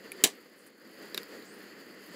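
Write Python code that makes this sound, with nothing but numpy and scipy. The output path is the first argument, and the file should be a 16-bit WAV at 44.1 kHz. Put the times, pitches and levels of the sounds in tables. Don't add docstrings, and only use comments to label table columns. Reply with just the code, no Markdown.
import sys
import numpy as np
from scipy import signal
from scipy.io import wavfile
from scipy.ndimage import uniform_filter1d

SR = 44100
rng = np.random.default_rng(int(sys.argv[2]) if len(sys.argv) > 2 else 0)


def convert_level_to_amplitude(level_db):
    exponent = np.asarray(level_db, float) / 20
    return 10 ** exponent


def materialize(psi):
    bounded = np.clip(np.atleast_2d(psi).T, -1, 1)
    quanta = np.round(bounded * 32767).astype(np.int16)
    wavfile.write(sys.argv[1], SR, quanta)


N = 94815
EDGE_HZ = 16300


def evened(x):
    return x / np.sqrt(np.mean(x ** 2) + 1e-20)


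def read(points, hz):
    f, value = np.transpose(points)
    return np.interp(np.log(hz + 1), np.log(f + 1), value)


def add(mix, s, sound):
    part = mix[round(s * SR):][:len(sound)]
    part += sound[:len(part)]


def ring(hz, width, rise_s=0.00012):
    t = np.arange(2000) / SR
    return (1 - np.exp(-t / rise_s)) * np.exp(-np.pi * width * t) * np.sin(2 * np.pi * hz * t)


# (time [s], level [dB], brightest pitch [Hz])
TICK_HITS = [
    (0.1186, -24, 8000),
    (0.1236, -37, 9000),
    (.1246, -37, 10000),
    (.1300, -48, 10000),
]
SNAP_HITS = [(.2360, -62, 11500), (.2382, -10, 7440), (.2386, -4, 7450), (.2387, -4, 14800),
             (0.2396, -14, 11000), (0.2406, -12, 5940), (.2412, -10, 4000), (0.2416, -10, 10500),
             (0.243, -18, 6000), (.2446, -11, 4400), (0.2476, -13, 12000), (0.2486, -12, 2700),
             (0.25, -18, 4000), (0.2547, -24, 4960), (.2580, -25, 9000), (.2592, -24, 2010),
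             (.2650, -30, 6000), (.2742, -27, 6800), (.2747, -27, 13000), (.2456, -19, 2400),
             (.2620, -29, 3200)]
KNOCK_HITS = [
    (1.1455, -26, 9000),
    (1.1463, -28, 4000),
    (1.1470, -31, 1200),
    (1.1510, -42, 9000),
    (1.1488, -33, 2000),
]
REKNOCK_HITS = [
    (1.1765, -24, 8000),
    (1.1776, -25, 3700),
    (1.1786, -29, 1100),
    (1.1799, -28, 2500),
    (1.1805, -48, 12000),
]
# (pitch [Hz], width [Hz], level [dB])
TICK_RING = [(2360, 170, 7), (2900, 573, -2), (7900, 500, -14), (9340, 290, -10.5), (10700, 440, -1),
             (12900, 350, -13), (14600, 930, -1)]
SNAP_RING = [(780, 300, -16), (1200, 300, -31), (1700, 304, -13), (2350, 250, -16), (3100, 200, -10),
             (3830, 230, -5), (4550, 300, -11.5), (5820, 490, -7), (6950, 400, -2.5), (7480, 400, -2.5),
             (8800, 570, -8), (10300, 800, 1), (12500, 700, -6.5), (14680, 900, -4)]
KNOCK_RING = [(800, 350, -14), (1700, 340, -3), (2400, 460, -7), (4050, 250, 1), (5200, 680, -3),
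              (6400, 900, -4), (9400, 1200, -19), (12800, 1200, 3), (14800, 1100, -6)]
REKNOCK_RING = [(550, 250, -16), (1100, 220, -9), (1750, 300, -4), (2500, 500, -5), (3700, 220, -1),
                (4860, 630, 0), (7300, 700, -10), (8780, 700, -29), (11500, 910, 1), (14000, 900, 1)]
# (crack level [dB], desk level [dB], room level [dB], rise [s] if unusual)
BALANCE = [
    (-12, -15, -19, .0004),
    (-1, -7, -7),
    (-3, -7, -14),
    (-3, -8, -15),
]


def small_part():
    hits = (TICK_HITS, SNAP_HITS, KNOCK_HITS, REKNOCK_HITS)
    rings = (TICK_RING, SNAP_RING, KNOCK_RING, REKNOCK_RING)
    return sum(contacts(*group) for group in zip(hits, rings, BALANCE))


RISE_S, CRACK_S = .00012, 0.00038
CRACK_SPREAD = 1.3
FOCUS_DB_PER_OCT2 = 3.5
ANSWER_DB, ANSWER_TOP = 9, 2.5


def contacts(rows, modes, levels):
    crack_db, desk_db, room_db, rise_s = (*levels, RISE_S)[:4]
    out, blows, t = np.zeros(N), np.zeros((2, N)), np.arange(256) / SR
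    impulse = (t == 0).astype(float)
    luck = rng.standard_normal((len(rows), len(modes), 2))
    noise = rng.standard_normal((len(rows), 256))
    for k, (s, db, bright_hz) in enumerate(rows):
        for (hz, width, mode_db), (sign, tune) in zip(modes, luck[k]):
            octaves_squared = min(np.log2(hz / bright_hz) ** 2, 3)
            level = convert_level_to_amplitude(db + mode_db - FOCUS_DB_PER_OCT2 * octaves_squared)
            add(out, s, np.sign(sign) * level * ring(hz * (1 + 0.0096 * tune), width, rise_s))
        crack = convert_level_to_amplitude(db) * noise[k] * np.exp(-t / CRACK_S)
        edges = [bright_hz / CRACK_SPREAD, min(bright_hz * CRACK_SPREAD, EDGE_HZ)]
        add(out, s, convert_level_to_amplitude(crack_db) * signal.lfilter(*signal.butter(1, edges, "band", fs=SR), crack))
        dull = signal.butter(1, min(bright_hz * ANSWER_TOP, EDGE_HZ), fs=SR)
        add(blows[k % 2], s, convert_level_to_amplitude(db + ANSWER_DB) * signal.lfilter(*dull, impulse))
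    for spot in blows:
        answer = desk_and_room(desk_db, room_db)
        out = out + below_edge(signal.fftconvolve(spot, answer)[:N])
    return out


# (time [s], level [dB], pitch [Hz], width [Hz])
THUDS = [(.1235, -43, 400, 60), (.2380, -19, 540, 330), (.2381, -22, 310, 70), (.2383, -18, 396, 85),
         (.2450, -31, 200, 60), (.2570, -22, 395, 90), (.2573, -25, 520, 170), (.2600, -33, 305, 35),
         (.2720, -41, 400, 30), (1.1456, -37, 400, 60), (1.1462, -43, 600, 200), (1.1768, -36, 380, 70),
         (1.1764, -39, 560, 200)]


def thuds():
    out = np.zeros(N)
    for s, db, hz, width in THUDS:
        add(out, s, convert_level_to_amplitude(db) * ring(hz, width, rise_s=.0006))
    return out


# (pitch [Hz], time [s])
ROOM_T60 = [(150, .2), (500, .18), (2000, .17), (6000, .16), (15000, .13)]
# (pitch [Hz], level [dB])
ROOM_COLOUR = [(80, -25), (200, -1), (380, 5), (800, -1), (1500, -4), (3000, 0), (4800, -4), (8000, -2),
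               (12000, -7), (16000, -8)]
DESK_COLOUR = [(100, -39), (250, -12), (400, -6), (1000, -10), (2200, -2), (3800, 3.5), (8000, -9),
               (15000, -13)]
DESK_T60 = 0.047


def desk_and_room(desk_db, room_db):
    desk = tail(DESK_COLOUR, [(100, 10)])
    desk = desk * convert_level_to_amplitude(-60 * np.arange(SR // 2) / SR / DESK_T60)
    return convert_level_to_amplitude(room_db) * tail(ROOM_COLOUR, ROOM_T60) + convert_level_to_amplitude(desk_db) * desk / np.linalg.norm(desk)


def tail(colour, t60):
    hz, t, z = signal.stft(rng.standard_normal(SR // 2), SR, nperseg=256)
    z = z * convert_level_to_amplitude(read(colour, hz)[:, None] - 60 * t / read(t60, hz)[:, None])
    x = signal.istft(z, SR, nperseg=256)[1][:SR // 2]
    x = x * np.minimum(np.arange(len(x)) / (.001 * SR), 1)
    return x / np.linalg.norm(x)


# (time [s], length [s], level [dB], first pitch [Hz], last pitch [Hz], width [Hz])
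RUBS = [
    (0.661, 0.028, -52.5, 11000, 9500, 6000),
    (0.574, 0.082, -60.5, 9400, 8000, 5000),
    (1.44, .16, -63, 6500, 10500, 2200),
    (2.5, 0.032, -52, 13000, 9300, 5000),
]


def rubs():
    out = np.zeros(N)
    for start, length, db, from_hz, to_hz, width in RUBS:
        u = np.linspace(0, 1, round(length * SR))
        glide_hz = from_hz + (to_hz - from_hz) * u
        turn = np.exp(2j * np.pi * np.cumsum(glide_hz) / SR)
        r = np.exp(-np.pi * width / SR)
        noise = rng.standard_normal(12000)[:len(u)]
        band = (turn * signal.lfilter([1], [1, -2 * r, r * r], noise / turn)).real
        add(out, start, convert_level_to_amplitude(db) * np.sin(np.pi * u ** 0.5) ** .8 * evened(band))
    return out


# (time [s], level [dB])
HANDLING = [(0, 0), (.3, 4), (.5, 5), (.65, 6), (0.741, -2), (0.831, 5.5), (0.951, 5.5), (1.3, 4), (1.5, 3),
            (1.56, 9.5), (1.65, 3.5), (1.73, -5), (1.8, 4.5), (1.99, 3), (2.03, 7.5), (2.15, 0)]
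# (time [s], level [dB], pitch [Hz])
CRACKS = [(.6655, -54, 13500), (.799, -53, 11500), (.829, -58, 12000), (.843, -57, 12000),
          (.889, -56, 12500), (.916, -54, 10500), (.917, -52, 3000), (.956, -57, 12000), (.989, -51, 2800),
          (1.424, -47, 4000), (1.582, -54, 12000), (1.688, -56, 12000), (1.895, -56, 12000)]
# (time [s], level [dB], pitch [Hz])
BOUNCES = [
    (1.1588, -50, 11000),
    (1.1713, -46, 4500),
    (1.1715, -50, 10000),
    (1.218, -52, 10000),
    (1.2322, -40, 4700),
    (1.2322, -41, 14500),
    (1.2324, -50, 8000),
    (1.2322, -50, 11500),
]
CRACKLE_PER_S, CRACKLE_HZ, CRACKLE_DB = 140, 9220, -69


def crackle():
    size = convert_level_to_amplitude(1.9 * np.minimum(rng.exponential(1, N), 2)) * (rng.random(N) < CRACKLE_PER_S / SR)
    puffs = .35 + signal.oaconvolve(size, np.exp(-np.arange(400) / (.002 * SR)))[:N]
    treble = signal.butter(6, CRACKLE_HZ, "high", fs=SR, output="sos")
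    out = evened(signal.sosfilt(treble, puffs * rng.standard_normal(N)))
    out = out * convert_level_to_amplitude(CRACKLE_DB + np.interp(np.arange(N) / SR, *np.transpose(HANDLING)))
    for s, db, hz in CRACKS + BOUNCES:
        tick = ring(hz, .05 * hz + 350, rise_s=.0003)
        add(out, s, convert_level_to_amplitude(db) * tick / tick.max())
    return out


# (pitch [Hz], level per Hz [dB])
FAN = [(40, -41.5), (100, -36.5), (180, -22), (210, -5), (500, -10.5), (850, -19), (1500, -13), (2300, -23)]
AIR = [(800, -40), (2300, -18), (3100, -20), (3900, -28), (5900, -35), (8900, -36.5), (9800, -35),
       (15500, -33.5)]
# (pitch [Hz], width [Hz], level [dB])
CASE = [(397.5, 184.5, -4), (1900, 300, -10), (4640, 550, -15.5), (7000, 910, -25.5), (10000, 650, -33.5)]
# (pitch [Hz], level [dB])
HUM = [(200, -68), (300, -70), (395, -69.5)]
FAN_DB = -50.5


def fan():
    frames, hz = N // 256 + 5, np.fft.rfftfreq(1024, 1 / SR)
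    a, b, patches = rng.standard_normal((frames, 513, 3)).T
    patches = evened(uniform_filter1d(uniform_filter1d(patches, size=16, axis=0), size=10, axis=1))
    swell = evened(uniform_filter1d(rng.standard_normal(frames), size=12))
    power = np.where(hz < 2300, convert_level_to_amplitude(read(FAN, hz)) ** 2, convert_level_to_amplitude(read(AIR, hz)) ** 2)
    for f, width, db in CASE:
        power = power + convert_level_to_amplitude(db) ** 2 * np.exp(-((hz - f) / width) ** 2 * 2)
    z = (a + 1j * b) * np.sqrt(power)[:, None] * convert_level_to_amplitude(0.92 * patches + 1.6 * swell)
    hiss = evened(signal.istft(z, nperseg=1024, noverlap=768)[1][:N])
    t, hum = np.arange(N) / SR, np.zeros(N)
    for f, db in HUM:
        waver_db = 1 + 1.6 * np.sin(2 * np.pi * (3.1 * t + rng.random()))
        hum += convert_level_to_amplitude(db + waver_db) * np.sin(2 * np.pi * (f * t + rng.random()))
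    return convert_level_to_amplitude(FAN_DB) * hiss + hum


HISS_EDGE_HZ = 15650


def below_edge(x):
    return signal.oaconvolve(x, signal.firwin(601, HISS_EDGE_HZ, window=("kaiser", 9), fs=SR), "same")


# (pitch [Hz], level [dB])
SIDE_COLOUR = [(30, -20), (250, -40), (700, -23), (2000, -28), (5000, -26), (9000, -16), (15000, -23)]
SIDE_PATCH_DB = 5


def side_hiss(floor):
    hz, t, z = signal.stft(floor, SR, nperseg=1024)
    patches = uniform_filter1d(rng.standard_normal(z.shape), size=60, axis=0)
    patches = evened(uniform_filter1d(patches, size=4, axis=1))
    z = z * convert_level_to_amplitude(read(SIDE_COLOUR, hz)[:, None] + SIDE_PATCH_DB * patches)
    z = z * np.exp(2j * np.pi * rng.random(z.shape))
    return signal.istft(z, SR, nperseg=1024)[1][:N]


BLOW_LOW_HZ = 170


def scene():
    floor = below_edge(fan() + crackle() + rubs())
    blows = small_part() + thuds()
    bass_cut = signal.butter(3, BLOW_LOW_HZ, "high", fs=SR, output="sos")
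    mid = floor + signal.sosfilt(bass_cut, blows)
    side = side_hiss(floor)
    return np.array([mid + side, mid - side])


# (time [s], level [dB])
GAIN = [(0, 0), (.17, 1.5), (.25, 0.5), (0.351, -3), (.5, -5), (.64, -6.5), (.76, -6), (.85, -3),
        (1.001, 0.5), (1.15, 2.5), (1.4, 0.5), (1.75, 0), (2.0, 0), (2.15, 3)]
MIC_LOW_HZ = 50.7


def top_cut(x):
    return signal.sosfilt(signal.butter(12, 16820, fs=SR, output="sos"), x)


# (time [s], level [dB])
GAIN = [(0, 0), (.17, 1.5), (.25, 0.5), (0.351, -3), (.5, -5), (.64, -6.5), (.76, -6), (.85, -3),
        (1.001, 0.5), (1.15, 2.5), (1.4, 0.5), (1.75, 0), (2.0, 0), (2.15, 3)]
MIC_LOW_HZ = 50.7


def record(dry):
    s, db = np.transpose(GAIN)
    bass_cut = signal.butter(2, MIC_LOW_HZ, "high", fs=SR, output="sos")
    x = signal.sosfilt(bass_cut, dry) * convert_level_to_amplitude(np.interp(np.arange(N) / SR, s, db))
    x = signal.oaconvolve(x, signal.firwin(301, EDGE_HZ, window=("kaiser", 8), fs=SR)[None], "same")
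    return top_cut(x)


dry = scene()
out = record(dry)
materialize(out)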